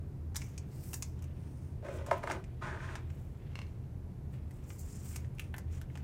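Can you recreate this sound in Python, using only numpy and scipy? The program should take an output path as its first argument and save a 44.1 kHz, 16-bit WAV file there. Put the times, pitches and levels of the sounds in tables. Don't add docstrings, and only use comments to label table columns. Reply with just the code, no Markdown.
import sys
import numpy as np
from scipy import signal
from scipy.fft import rfft, irfft
from scipy.io import wavfile
from scipy.ndimage import uniform_filter1d

SR = 44100
rng = np.random.default_rng(int(sys.argv[2]) if len(sys.argv) > 2 else 0)


def pcm_store(signal):
    levels = np.round(np.clip(np.atleast_2d(signal), -1, 1) * 32767)
    wavfile.write(sys.argv[1], SR, levels.astype(np.int16).T)


N = 266187


def gain_of(db):
    return 10 ** (np.asarray(db) / 20)


def evened(x):
    return x / np.sqrt(np.mean(x ** 2) + 1e-20)


def peaked(x):
    return x / (abs(x).max() + 1e-20)


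def read(points, hz):
    f, value = np.transpose(points)
    return np.interp(np.log(hz + 1), np.log(f + 1), value)


def add(mix, start_s, sound):
    part = mix[round(start_s * SR):][:len(sound)]
    part += sound[:len(part)]


def band(x, lo_hz, hi_hz):
    edges_hz = [lo_hz, min(hi_hz, SR / 2 - 100)]
    return signal.sosfilt(signal.butter(N=2, Wn=edges_hz, btype="band", fs=SR, output="sos"), x)


def steep_band(x, lo_hz, hi_hz):
    return band(band(x, lo_hz, hi_hz), lo_hz, hi_hz)


def coloured(x, spectrum):
    hz = np.fft.rfftfreq(len(x), 1 / SR)
    return evened(irfft(rfft(x) * gain_of(read(spectrum, hz)), len(x)))


def resonate(x, hz, width_hz):
    turn = np.exp(2j * np.pi * np.cumsum(hz * np.ones(len(x))) / SR)
    r = np.exp(-np.pi * width_hz / SR)
    return 2 * (turn * signal.lfilter([1 - r], [1, -r], x / turn)).real


def grainy(length, spread_db, grain_s):
    lumps = evened(uniform_filter1d(rng.standard_normal(length), max(round(grain_s * SR), 1)))
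    return evened(rng.standard_normal(length) * gain_of(spread_db * lumps))


def stroke(rise_s, hold_s, fall_s):
    rise, hold, fall = max(rise_s, .002), max(hold_s, .002), max(fall_s, .002)
    t = np.arange(0, rise + hold + fall, 1 / SR)
    corners_s = [0, rise, rise + hold, rise + hold + fall]
    db = np.interp(t, corners_s, [-21, 0, 0, -25.5])
    return signal.windows.tukey(len(t), .04) * gain_of(db)


def room_tone():
    # frequency_hz, density_db (per Hz)
    hum_spectrum = [(8.8, -63), (15, -49), (32, -7.5), (48, -7.5), (62, -10), (80, 6), (91, -4),
                    (102, -5.5), (131, -1.5), (146, -4.5), (162, -38), (170, -10.5), (220, -43),
                    (370, -120)]
    # frequency_hz, density_db (per Hz)
    air_spectrum = [(88, -48), (150, -6), (183, -1), (227, -5.5), (371, -10), (508, -17), (972, -25.5),
                    (1180, -30), (1930, -35), (2600, -38.5), (3160, -43), (15300, -48), (16500, -72)]
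    hum = gain_of(-42.5) * coloured(rng.standard_normal(N), hum_spectrum)
    air = gain_of(-54) * coloured(rng.standard_normal(N), air_spectrum)
    return hum + air


def room(x):
    # frequency_hz, t60_s (time to fall 60 dB)
    decay_times = [(300, 0.19), (1500, 0.22), (6000, 0.15), (14000, 0.057)]
    late = np.arange(SR // 2) > 130
    taps = rng.standard_normal(SR // 2) * late
    hz, t, z = signal.stft(taps, SR, nperseg=128)
    decay = gain_of(-60 * t / read(decay_times, hz)[:, None])
    tail = signal.istft(z * decay, SR, nperseg=128)[1]
    return signal.fftconvolve(x, tail / np.linalg.norm(tail))[:N]


def rub():
    # time_s, level_db
    rub_levels = [(.3, -93), (.4, -67), (.65, -76.5), (.9, -70), (1.04, -88), (1.18, -72.5), (1.41, -74.5),
                  (1.6, -80), (2.9, -72), (3.02, -68.5), (3.3, -78), (3.6, -66.5), (3.8, -81), (4.28, -96),
                  (4.35, -65.5), (4.42, -80), (4.7, -72.5), (5.0, -70.5), (5.15, -65), (5.3, -83),
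                  (5.44, -73.5), (5.66, -80), (5.75, -62), (5.85, -81), (6.04, -68)]
    time_s, level_db = np.transpose(rub_levels)
    level = gain_of(np.interp(np.arange(N) / SR, time_s, level_db))
    return level * evened(band(grainy(N, 2.6, 0.012), 940, 3000))


def slide(rise_s, hold_s, fall_s, hiss_db, hz, fizz_db):
    move = stroke(rise_s, hold_s, fall_s)
    flutter = gain_of(1.5 * evened(band(rng.standard_normal(len(move)), 12, 45)))
    grains = flutter * grainy(len(move), 1.5, .002)
    focus = evened(resonate(resonate(grains, hz, 1900), hz, 1900))
    hiss = evened(focus + .85 * evened(steep_band(grains, 4300, 9700)))
    fizz = evened(band(band(grains, 10800, 17000), 9100, 17000))
    return move * gain_of(hiss_db) * (hiss + gain_of(fizz_db) * fizz)


def box(drive, centre_hz, octaves, least_db):
    # frequency_hz, width_hz, level_db (before division by the root of the width)
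    modes = [(361, 71, 10.5), (380, 13.5, 9.5), (430, 23, 4), (555, 30, 1.5), (616, 50, 4),
             (694.6, 34, 3.5), (842, 67, -6), (956, 67, 2.5), (1040, 53, 0.3), (1264, 59, 1.8),
             (1495, 114, -1.5), (1697, 170, 0.5), (1930, 140, -5), (2110, 120, -2.5), (2460, 110, -12),
             (2763, 21, -12), (3420, 61, -28)]
    total = 0
    for k, (hz, width_hz, db) in enumerate(modes):
        distance = np.log2(hz / centre_hz) / octaves
        reach_db = np.maximum(-6 * distance ** 2, least_db)
        ring = resonate(drive, hz, width_hz) / np.sqrt(width_hz)
        total = total + (-1) ** k * gain_of(db + reach_db) * ring
    return total


def drag(rise_s, hold_s, fall_s, db, hz, octaves, grit_db):
    # frequency_hz, density_db (per Hz)
    grit_spectrum = [(1470, 2), (2500, -2), (3570, -7.5), (4410, -12.5), (6920, -11.5), (7360, -16),
                     (8660, -14), (11100, -25), (16000, -28)]
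    move = stroke(rise_s, hold_s, fall_s)
    slips = grainy(len(move), 1.5, .003)
    ring = evened(box(slips, hz, max(octaves, .2), -14.0))
    grit = gain_of(grit_db) * coloured(slips, grit_spectrum)
    return move * gain_of(db) * (ring + grit)


def knock(db, hz, edge_db, octaves=0.58):
    t = np.arange(6000) / SR
    rattle = rng.standard_normal(len(t)) * gain_of(-60 * t / 0.047)
    blow = .07 * rattle + band(signal.unit_impulse(len(t)), 150, 3500) * 6
    edge = peaked(box(blow, 1900, .55, -30)) + .2 * peaked(band(rattle, 3000, 9000))
    body = peaked(box(blow, hz, octaves, -26))
    return gain_of(db) * peaked(body + gain_of(edge_db) * edge)


def judder():
    last_slip_s, last_gap_s, slowing = 2.889, .047, 1.235
    db, hz, edge_db, octaves = -39, 1700, -20, .2
    gaps_s = last_gap_s / slowing ** np.arange(11)
    starts_s = last_slip_s - np.cumsum(gaps_s) + gaps_s
    return [(start_s, db, hz, edge_db, octaves) for start_s in starts_s]


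def tap(db, centre_hz):
    # frequency_hz, level_db, t60_s
    modes = [(620, -6, .012), (1150, -2, .012), (1650, -9, .01), (2220, -2, .014), (2725, 0, .018),
             (4150, -4, .012), (4950, -10, .012)]
    t = np.arange(3000) / SR
    rings = 0
    for hz, mode_db, t60_s in modes:
        reach_db = -4.7 * np.log2(hz / centre_hz) ** 2
        rings = rings + gain_of(mode_db + reach_db - 60 * t / t60_s) * np.sin(2 * np.pi * hz * t)
    contact = band(rng.standard_normal(len(t)), 1200, 6100) * gain_of(-60 * t / 0.022)
    return gain_of(db) * peaked(peaked(rings) + 0.2 * contact)


def snap(db, hz, thud_db, crackle_db, fizz_db):
    t = np.arange(3000) / SR
    volley = grainy(len(t), 2.4, 0.0006) * gain_of(-60 * t / 0.026) * (1 - np.exp(-t / 0.0027))
    crack = signal.unit_impulse(len(t), idx=30)
    struck = 0.21 * volley + crack
    sharp = volley + 2.58 * crack
    ring = resonate(resonate(struck, hz, .32 * hz), hz, .32 * hz)
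    body = peaked(peaked(ring) + 0.61 * peaked(band(band(struck, 1090, 3700), 1200, 3300)))
    thud = gain_of(thud_db) * peaked(steep_band(struck, 570, 1500))
    crackle_hz = 5370 + 111 * crackle_db
    crackle = gain_of(crackle_db) * peaked(resonate(band(sharp, 4900, 8800), crackle_hz, 4600))
    fizz = gain_of(fizz_db) * peaked(band(band(sharp, 8700, 14500), 7900, 22200))
    return gain_of(db) * (body + thud + crackle + fizz)


def scene():
    # start_s, rise_s, hold_s, fall_s,
    # hiss_db, resonance_hz, fizz_db (re hiss)
    slides = [(.375, .005, .03, 0.29, -62, 6300, -5.5), (.68, 0.037, 0.12, .1, -70.5, 4940, -14),
              (.67, 0.19, 0.12, .015, -62.5, 8050, 2), (.94, .005, .015, 0.17, -64, 6950, 4),
              (1.028, 0.0024, 0.011, 0.22, -66.5, 5860, -6), (1.28, 0.13, 0.26, .25, -76, 8600, -7),
              (1.9, 0.032, .04, .02, -66, 7500, -6), (3.0, .15, 0.068, 0.35, -79, 7150, 1),
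              (3.5, 0.076, .02, 0.27, -74, 6150, -9), (4.3, 0.037, .01, .06, -75, 7400, 0),
              (4.45, 0.09, .02, 0.25, -77, 7800, -2), (4.62, 0.075, .04, 0.13, -64.5, 7250, -3),
              (4.76, 0.032, .01, 0.18, -58.5, 7260, -4), (4.84, 0.057, 0.06, 0.35, -60.5, 7300, -10),
              (5.0, .045, 0.12, 0.017, -59, 7750, -4), (5.16, .005, .01, 0.091, -65, 6980, 0),
              (5.33, 0.073, .02, 0.15, -70, 8600, -5), (5.695, 0.03, 0.05, .06, -66.5, 6840, -9),
              (5.88, .04, .1, .05, -81, 6430, -4)]
    # start_s, rise_s, hold_s, fall_s, ring_db, centre_hz of the scrape,
    # spread_octaves (drag() takes at least 0.2), grit_db (re ring)
    drags = [(1.82, 0.028, 0.15, 0.21, -48, 536, 0.17, -10),
             (2.055, 0.011, 0.1, 0.18, -50, 740, 0.85, -5.5), (2.2, .1, 0.044, 0.09, -42.5, 780, 1.6, -8.5),
             (2.607, 0.016, 0.053, 0.32, -44.5, 1330, 1, -6.5),
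             (2.75, 0.071, 0.15, 0.081, -53, 1500, 0.89, -2)]
    # start_s, peak_db, centre_hz of the blow, edge_db (hard edge re body)
    knocks = [(1.826, -44, 537, -34), (1.863, -41.5, 560, -3), (1.884, -37, 590, -1),
              (1.923, -45, 560, -30), (2.083, -35, 666, -37), (2.112, -16.5, 782, -9),
              (2.128, -30.5, 676, 2), (2.231, -37.5, 785, 5), (2.236, -30, 726, -3.5), (2.273, -27, 980, 3),
              (2.311, -25, 990, 27), (2.349, -37.5, 420, -18), (2.623, -37.5, 1070, -23)]
    # start_s, peak_db, centre_hz of the blow
    taps = [(3.518, -54, 2500), (3.5555, -29.5, 2280), (3.5902, -30, 1980), (3.617, -35.5, 2800),
            (3.667, -49, 2800), (3.84, -57, 2800)]
    # start_s, body_peak_db, ring_hz,
    # thud_db, crackle_db, fizz_db (all three re body)
    snaps = [(0.3466, -44.5, 1620, -1, 2, -9), (0.3572, -32.5, 3550, -12, 0, -0.5),
             (0.3644, -39, 2120, -4, 13.5, 9), (0.4174, -39.5, 2220, -12, 1, -19),
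             (0.5778, -44.5, 2410, -13, 6, -6), (0.9318, -39, 2630, -3.5, 2, 6.5),
             (0.94, -42.5, 1820, -4, 14.5, 11), (1.019, -57.5, 2410, -9, 0, 9),
             (1.0235, -38.5, 2400, -7, 13, 3), (1.19, -69, 2500, -16, 10, 2),
             (1.2225, -54, 2570, -6, 5.5, 4), (1.241, -55, 2500, -8, 5, 3), (2.063, -46, 1440, -10, 3.5, 0),
             (2.178, -56, 3000, -10, -10, 7), (2.2992, -29, 1380, 3.5, -13, -25),
             (2.317, -38.5, 2600, -12, 2.5, -9), (2.4403, -47, 2140, -19, -4, -16),
             (2.9542, -31.5, 1650, -6, -6.5, -16), (3.102, -51.5, 2140, -10, -3, -27),
             (4.5086, -54, 2060, -7, -2, 1), (4.6394, -75, 1980, -5, 19, 0),
             (4.703, -43.5, 2280, -3.5, -3, -20), (5.1597, -38.5, 2420, -6.5, 4.7, 4),
             (5.246, -50, 1850, -16, -8, -27), (5.3484, -69, 1460, -3, 4, 12),
             (5.3839, -43, 2480, -23, -10, -11), (5.3949, -30, 2480, -23, -9, -7.5),
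             (5.4412, -56, 2480, -13, 0, -7), (5.5408, -32.5, 1670, -6.5, -22, -14),
             (5.5642, -55.5, 1440, -8, 5, 10), (5.5813, -41.5, 1820, -3, 2, 4.5),
             (5.8142, -42.5, 1530, -10, -6.5, -3), (5.9, -51.5, 2000, -9, -23, -20),
             (5.9539, -44, 2630, -0.5, -5.5, -13), (5.9738, -44.5, 1710, -8, -1.5, -8)]
    hands = rub()
    layers = ((slides, slide), (drags, drag), (list(knocks) + judder(), knock), (taps, tap), (snaps, snap))
    for events, source in layers:
        for start_s, *settings in events:
            add(hands, start_s, source(*settings))
    return (hands + gain_of(-10) * room(hands) + room_tone())[None]


def record(dry):
    faded = dry * np.clip((N - np.arange(N)) / 200, 0, 1)
    low_pass = signal.firwin(161, 16000, window=("kaiser", 8), fs=SR)
    return signal.oaconvolve(faded, low_pass[None], "same")


dry = scene()
out = record(dry)
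pcm_store(out)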